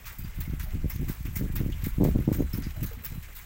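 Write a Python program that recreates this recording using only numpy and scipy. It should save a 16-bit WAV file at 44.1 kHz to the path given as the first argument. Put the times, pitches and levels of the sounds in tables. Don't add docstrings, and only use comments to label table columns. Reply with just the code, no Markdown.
import sys
import numpy as np
from scipy import signal
from scipy.fft import rfft, irfft, next_fast_len
from scipy.io import wavfile
from scipy.ndimage import uniform_filter1d

SR = 44100
rng = np.random.default_rng(int(sys.argv[2]) if len(sys.argv) > 2 else 0)


def to_linear_factor(level_db):
    exponent = np.asarray(level_db, float) / 20
    return 10 ** exponent


def generate_wav(sig):
    pcm = np.round(np.clip(np.atleast_2d(sig).T, -1, 1) * 32767).astype(np.int16)
    wavfile.write(sys.argv[1], SR, pcm)


N = 152145

# (time [s], bright peak level [dB], wood body level [dB])
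CRANK_KNOCKS = [(0.054, -31.5, -42.5), (0.064, -30, -41.5), (0.076, -29, -53), (0.185, -25, -59),
                (0.2435, -38, -49), (0.403, -21.5, -43), (0.595, -26.5, -39.5), (0.8972, -23, -41.5),
                (1.0878, -24.5, -41), (1.25, -33, -45), (1.3567, -23, -40.5), (1.522, -30, -65),
                (1.5537, -21, -39), (1.8386, -21, -39), (2.0388, -21.5, -40.5), (2.2, -33.5, -51.5),
                (2.3256, -21.5, -39), (2.5316, -23.5, -42), (2.575, -29, -57), (2.6195, -37, -44),
                (2.827, -21.5, -42.5), (2.865, -33, -46), (3.046, -20.5, -41), (3.226, -37, -47.5),
                (3.35, -29, -48.5), (3.36, -29, -45), (3.3844, -31, -48.5)]
BODY_RISE_S, BODY_T60_S = 0.0027, 0.25


def rms_one(x):
    return x / np.sqrt(np.mean(x ** 2) + 1e-20)


def drift(rate_hz):
    r = np.exp(-80 * np.pi * rate_hz / SR)
    settle = 2000
    noise = rng.standard_normal(N // 40 + settle + 2)
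    slow = signal.lfilter([1], [1, -2 * r, r * r], noise)[settle:]
    return np.interp(np.arange(N) / 40, np.arange(len(slow)), rms_one(slow - slow.mean()))


def coloured(x, spectrum):
    hz, db = np.transpose(spectrum)
    size = next_fast_len(N + SR) // 2 * 2
    log_f = np.log(np.maximum(np.arange(size // 2 + 1) * SR / size, 1))
    outside = np.maximum(np.log(hz[0]) - log_f, 0) + np.maximum(log_f - np.log(hz[-1]), 0)
    level_db = np.maximum(np.interp(log_f, np.log(hz), db) - 40 * outside, -120)
    cepstrum = irfft(level_db * np.log(10) / 20, size)
    cepstrum[1:size // 2] *= 2
    cepstrum[size // 2 + 1:] = 0
    response = np.exp(rfft(cepstrum))
    gain = rms_one(to_linear_factor(level_db)).max() / to_linear_factor(level_db).max()
    return irfft(rfft(x, size) * gain * response, size)[:N]


def envelope(s, db, t60, rise_s=0., hold_s=None):
    out = np.full(N, 1e-9)
    for k in range(len(s)):
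        first = int(s[k] * SR)
        hold = 0 if hold_s is None else max(hold_s[k], 0)
        since = np.arange(min(N - first, int((hold + t60) * SR))) / SR
        rise = 1 - np.exp(-(since + 1e-4) / (rise_s + 1e-5))
        shape = rise * to_linear_factor(db[k] - 60 * np.maximum(since - hold, 0) / t60)
        span = slice(first, first + len(since))
        out[span] = np.hypot(out[span], shape)
    return out


def resonate(x, hz, width_hz):
    r = np.exp(-np.pi * width_hz / SR)
    poles = [1, -2 * r * np.cos(2 * np.pi * hz / SR), r * r]
    return signal.lfilter([1, 0, -1], poles, x) * np.sqrt((1 - r * r) / 2)


def clicks(per_s, spread_db):
    sizes = to_linear_factor(spread_db * np.minimum(rng.exponential(1, N), 4)) * rng.choice([-1, 1], N)
    return rms_one(sizes * (rng.random(N) < per_s / SR))


def evened(x):
    window_s, share = 0.0376, 0.43
    power = uniform_filter1d(x ** 2 + .01, int(window_s * SR))
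    return rms_one(x / power ** (share / 2))


def wind():
    # (time [s], level [dB])
    push_line = [
        (0.0, -43.5),
        (1.02, -32),
        (1.12, -36.5),
        (2.14, -32),
        (3.45, -46),
    ]
    # (time [s], peak level [dB], hold [s])
    buffets = [(0.191, -40, 0.0086), (0.232, -38.5, 0.016), (0.37, -33.5, 0.024), (0.468, -31, 0.014),
               (0.518, -28.5, 0.01), (0.616, -47, 0.063), (0.731, -24.5, 0.032), (0.827, -20.5, 0.014),
               (.94, -30, 0.015), (0.98, -25, 0.053), (1.073, -25, 0.027), (1.245, -31, 0.042),
               (1.384, -22, 0.078), (1.524, -29, 0.099), (1.596, -16.5, 0.023), (1.672, -24, 0.029),
               (1.853, -27, 0.0088), (1.983, -15.5, 0.062), (1.997, -6, 0.036), (2.039, -8, 0.032),
               (2.132, -11.5, 0.025), (2.179, -19, 0.031), (2.275, -15.5, 0.018), (2.322, -22, 0.048),
               (2.384, -7.5, 0.012), (2.545, -22, 0.022), (2.571, -20, 0.014), (2.641, -27, 0.0072),
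               (2.771, -33, 0.024), (2.815, -20, 0.014), (2.966, -35.5, 0.01), (3.05, -49, 0.0097),
               (3.101, -40.5, 0.0075), (3.148, -43.5, 0.023)]
    # (time [s], peak level [dB])
    thumps = [(0.188, -46.5), (0.244, -43.5), (.393, -42), (0.493, -36), (.598, -50), (.632, -44),
              (.853, -23.5), (0.955, -36.5), (1.01, -37), (1.28, -38), (2.357, -33), (2.583, -27.5),
              (2.973, -51), (3.115, -44.5), (3.175, -43), (0.474, -38), (0.531, -27), (0.75, -35.5),
              (0.84, -22), (1.095, -26.5), (1.202, -48), (1.251, -32.5), (1.362, -36.5), (1.407, -21),
              (1.42, -25), (1.496, -29.5), (1.609, -19), (1.658, -21), (1.695, -30), (1.83, -38),
              (1.865, -21), (1.979, -20.5), (2.017, -11.5), (2.082, -17.5), (2.152, -20), (2.185, -18.5),
              (2.274, -11.5), (2.285, -14.5), (2.313, -13.5), (2.402, -14), (2.534, -28), (2.664, -28),
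              (2.824, -27.5)]
    # (time [s], half length [s], depth [dB])
    lulls = [
        (.145, 0.02, -14),
        (.33, 0.017, -5),
        (1.144, 0.036, -7),
        (1.767, 0.012, 0),
        (3.015, 0.037, -7),
    ]
    # (frequency [Hz], level [dB per Hz])
    push_colour = [(20, 4.5), (45, 0), (80, -5), (130, -17), (220, -27.5)]
    # (frequency [Hz], level [dB per Hz])
    eddy_colour = [(30, -17.5), (80, 3), (160, 3), (300, -5), (500, -20), (800, -35.5), (1300, -45)]
    mean_db, opening_s, brighten_db_per_octave_per_db = -20.5, 0.015, 0.5067
    t = np.arange(N) / SR

    s, db, hold_s = np.transpose(buffets)
    force = envelope(s, db, t60=0.14, rise_s=0.014, hold_s=hold_s)
    thump_s, thump_db = np.transpose(thumps)
    slaps = np.zeros(N)
    slaps[((thump_s + .003) * SR).astype(int)] = to_linear_factor(thump_db + 21.5) * rng.choice([-1, 1], len(thumps))

    strength = force + envelope(thump_s, thump_db, t60=0.33, rise_s=0.0023)
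    excess_db = np.clip(20 * np.log10(strength) - mean_db, -25, 12)
    excess_db = uniform_filter1d(excess_db, int(opening_s * SR))

    s, db = np.transpose(push_line)
    push_db = np.interp(t, s, db) + 4.5 + 0.12 * uniform_filter1d(excess_db, size=900)
    push = to_linear_factor(push_db + 1.0 * drift(3.3)) * evened(coloured(rng.standard_normal(N), push_colour))

    turbulence = clicks(per_s=140, spread_db=2.23) + 0.39 * rng.standard_normal(N)
    eddies = evened(coloured(turbulence, eddy_colour))
    lumps = to_linear_factor(-10.5) * force * eddies + coloured(slaps, eddy_colour)

    out = push
    for octave in range(6):
        edges_hz = [25 * 2 ** octave, 50 * 2 ** octave]
        band = signal.sosfiltfilt(signal.butter(1, edges_hz, "band", fs=SR, output="sos"), lumps)
        out = out + band * to_linear_factor(brighten_db_per_octave_per_db * (octave - 3) * excess_db)

    lull_db = sum(db * np.exp(-((t - s) / half_s) ** 4) for s, half_s, db in lulls)
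    out = out * to_linear_factor(lull_db)
    top = 0.37
    return signal.sosfilt(signal.butter(4, 950, fs=SR, output="sos"), top * np.tanh(out / top))


def chatter():
    rub = clicks(per_s=1400, spread_db=1.8) + .5 * rng.standard_normal(N)
    return rms_one(rub * to_linear_factor(4.5 * drift(86)))


def hiss():
    # (frequency [Hz], level [dB per Hz])
    hiss_colour = [(150, -5), (250, -8), (547, -11), (2090, -6.5), (4570, -19), (7980, -16), (9330, -22.5),
                   (14900, -12), (16000, -8)]
    level_db = -52 + 0.36 * drift(12.0) + 1.03 * drift(25)
    return to_linear_factor(level_db) * coloured(rng.standard_normal(N) + 0.35 * chatter(), hiss_colour)


def snaps(s, db, count):
    bounce_s, bounce_loss_db = 0.0068, 1
    gaps = rng.uniform(0.15, 4.2, (len(s), count))
    at = s[:, None] + 0.00084 + bounce_s * (np.cumsum(gaps, axis=1) - gaps[:, :1])
    strength_db = db[:, None] + 3.5 - bounce_loss_db * np.arange(count) + rng.normal(0, 1.6, gaps.shape)
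    out = np.zeros(N + SR)
    out[(at * SR).astype(int)] = to_linear_factor(strength_db) * rng.choice([-1, 1], gaps.shape)
    return out[:N]


def crank():
    # (time [s], bright peak level [dB], share in the wood [dB])
    ticks = [(0.04, -41, -13), (0.278, -35.5, -5), (0.3566, -37, -18), (0.7047, -40.5, 2),
             (0.744, -38, -4.5), (0.9184, -39, -12), (0.9584, -35, -4), (1.0629, -44, -5),
             (1.0818, -28.5, -3.5), (1.1038, -30.5, -10), (1.1214, -40, -6), (1.226, -31.5, -12),
             (1.268, -37, -9.0), (1.3684, -27, -9.0), (1.392, -31, -4), (1.479, -34, -16),
             (1.698, -36.5, -3), (1.72, -35, -7), (1.821, -32, -7), (1.8588, -29, -13), (1.8738, -38, -14),
             (1.9495, -35, -15), (2.0118, -38, -9.0), (2.11, -37.5, -1), (2.1823, -39, -1),
             (2.2513, -34.5, -12), (2.3988, -40, -3), (2.4783, -51, -19), (2.682, -41, -4),
             (2.7048, -34, -2), (2.764, -33, -8), (2.8076, -32.5, -7), (2.9302, -33, -7),
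             (3.0209, -33, -22), (3.037, -26.5, -10), (3.121, -29.5, -12), (3.1961, -43, -7),
             (3.3277, -45, -6)]
    # (frequency [Hz], level [dB per Hz])
    crack_colour = [(8000, -13.5), (9500, -31.5), (11500, -9), (13000, -5.5), (15500, -3)]
    # (frequency [Hz], level [dB per Hz])
    chatter_colour = [(9500, -19), (12000, -11), (14000, -7), (15500, -2.5)]
    # (frequency [Hz], level [dB per Hz])
    body_colour = [(800, -2), (1650, 5), (2150, 4.5), (3000, -3), (3600, -17)]
    # (frequency [Hz], level [dB per Hz])
    upper_colour = [(2600, -9), (3400, 6), (4500, 4.5), (6500, 5.5), (8000, 0.5), (9400, -4)]
    crack_rise_s, crack_t60_s, tick_t60_s = 0.0038, 0.032, 0.03

    s, bright_db, body_db = np.transpose(CRANK_KNOCKS)
    tick_s, tick_db, share_db = np.transpose(ticks)
    crack_noise, body_noise, tail_noise = rng.standard_normal((3, N))
    loose = chatter()

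    cracks = envelope(s, bright_db, crack_t60_s, crack_rise_s)
    cracks = cracks + envelope(tick_s, tick_db, tick_t60_s, crack_rise_s)
    bright = cracks * crack_noise
    bright = bright + to_linear_factor(-70) * clicks(per_s=72, spread_db=1.8)
    bright = bright + snaps(s, bright_db, count=5) + snaps(tick_s, tick_db, count=2)

    shake = envelope(s, body_db, BODY_T60_S, BODY_RISE_S) * (0.29 * loose + 0.79 * body_noise)
    shake = shake + envelope(tick_s, tick_db + share_db, tick_t60_s, crack_rise_s) * crack_noise
    shake = shake + envelope(s, body_db - 19.5, t60=0.72, rise_s=0.024) * tail_noise

    rattle_db = bright_db - 10.5 + 0.37 * (body_db - body_db.max())
    rattle = envelope(s, rattle_db, t60=0.29, rise_s=0.0035) * loose

    joints = to_linear_factor(-3.5) * (coloured(bright, crack_colour) + coloured(rattle, chatter_colour))
    return joints + to_linear_factor(-6) * coloured(shake, upper_colour) + to_linear_factor(-3) * coloured(shake, body_colour)


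def rings():
    # (time [s], frequency [Hz], level [dB], width [Hz])
    loose_rings = [(0.044, 2520, -49, 100), (0.216, 2520, -53, 80), (0.06, 1650, -60, 90),
                   (0.184, 4810, -56, 30), (0.235, 4770, -60, 30), (0.29, 4880, -66, 30),
                   (.25, 1800, -57, 60), (.29, 2050, -54, 60), (.41, 1950, -47, 90), (.45, 2150, -53, 90),
                   (.60, 1570, -57.5, 80), (0.661, 630, -47, 50), (.876, 12700, -49, 60),
                   (.90, 5320, -50, 100), (.90, 2150, -47, 120), (0.944, 6440, -53.5, 300),
                   (1.10, 8200, -50, 300), (1.328, 12700, -49, 60), (1.356, 6500, -49.5, 500),
                   (1.354, 2100, -45.5, 150), (1.47, 1680, -54, 60), (1.555, 1650, -54, 99),
                   (1.719, 3000, -45, 500), (1.796, 12600, -59, 200), (2.33, 6580, -56, 300),
                   (2.39, 6600, -53, 250), (2.53, 5300, -47, 150), (2.635, 4840, -46.5, 620),
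                   (2.759, 626, -48.5, 40), (2.861, 6550, -50.5, 293), (2.911, 450, -44.5, 29.8),
                   (3.028, 500, -53, 30), (3.047, 5150, -51, 200), (3.12, 460, -52, 30)]
    whistle_hz, whistle_db, from_s, to_s = 4005, -67.5, 2.3, 3.3
    t, noise = np.arange(N) / SR, rng.standard_normal(N)
    out = np.zeros(N)
    for s, hz, db, width_hz in loose_rings:
        tone = resonate(noise, hz, width_hz) + 0.53 * np.sin(2 * np.pi * hz * t)
        out = out + envelope([s], [db], t60=0.15, rise_s=0.0017) * tone
    out = out * to_linear_factor(-0.5 * drift(164))
    fade = np.clip((t - from_s) / 0.09, 0, 1) * np.clip((to_s - t) / .1, 0, 1)
    whistle = np.sin(2 * np.pi * whistle_hz * t + 0.51 * drift(5.8))
    return out + to_linear_factor(whistle_db + 1.3 * drift(15)) * fade * whistle


def wood():
    # (frequency [Hz], level [dB])
    modes = [(1620, -7), (2080, 2), (2400, -3), (2950, -6.5)]
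    s, _, body_db = np.transpose(CRANK_KNOCKS)
    idle_db, patchy_db = -62, 2.5
    shake = (envelope(s, body_db - 17, BODY_T60_S, BODY_RISE_S) + to_linear_factor(idle_db)) * chatter()
    out = np.zeros(N)
    for hz, db in modes:
        out = out + to_linear_factor(db + patchy_db * drift(7.9)) * resonate(shake, hz, width_hz=44)
    return out / 3


def mottled(x):
    whole = rfft(x)
    hz = np.arange(N // 2 + 1) * SR / N
    place = 2 * np.log2(np.maximum(hz, 700) / 700)
    out = np.zeros(N)
    for k in range(11):
        piece = irfft(whole * np.maximum(1 - abs(place - k), 0), N)
        out = out + to_linear_factor(2 * drift(22.7)) * piece
    return out


def scene():
    return (mottled(crank() + hiss()) + wood() + rings() + wind())[None]


def band_limit(x):
    return signal.sosfilt(signal.butter(12, 16980, fs=SR, output="sos"), x)


def record(dry):
    x = signal.sosfilt(signal.butter(2, 18, "high", fs=SR, output="sos"), dry)
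    x = signal.sosfilt(signal.ellip(12, .5, 55, 15850, fs=SR, output="sos"), x)
    return band_limit(x)


dry = scene()
out = record(dry)
generate_wav(out)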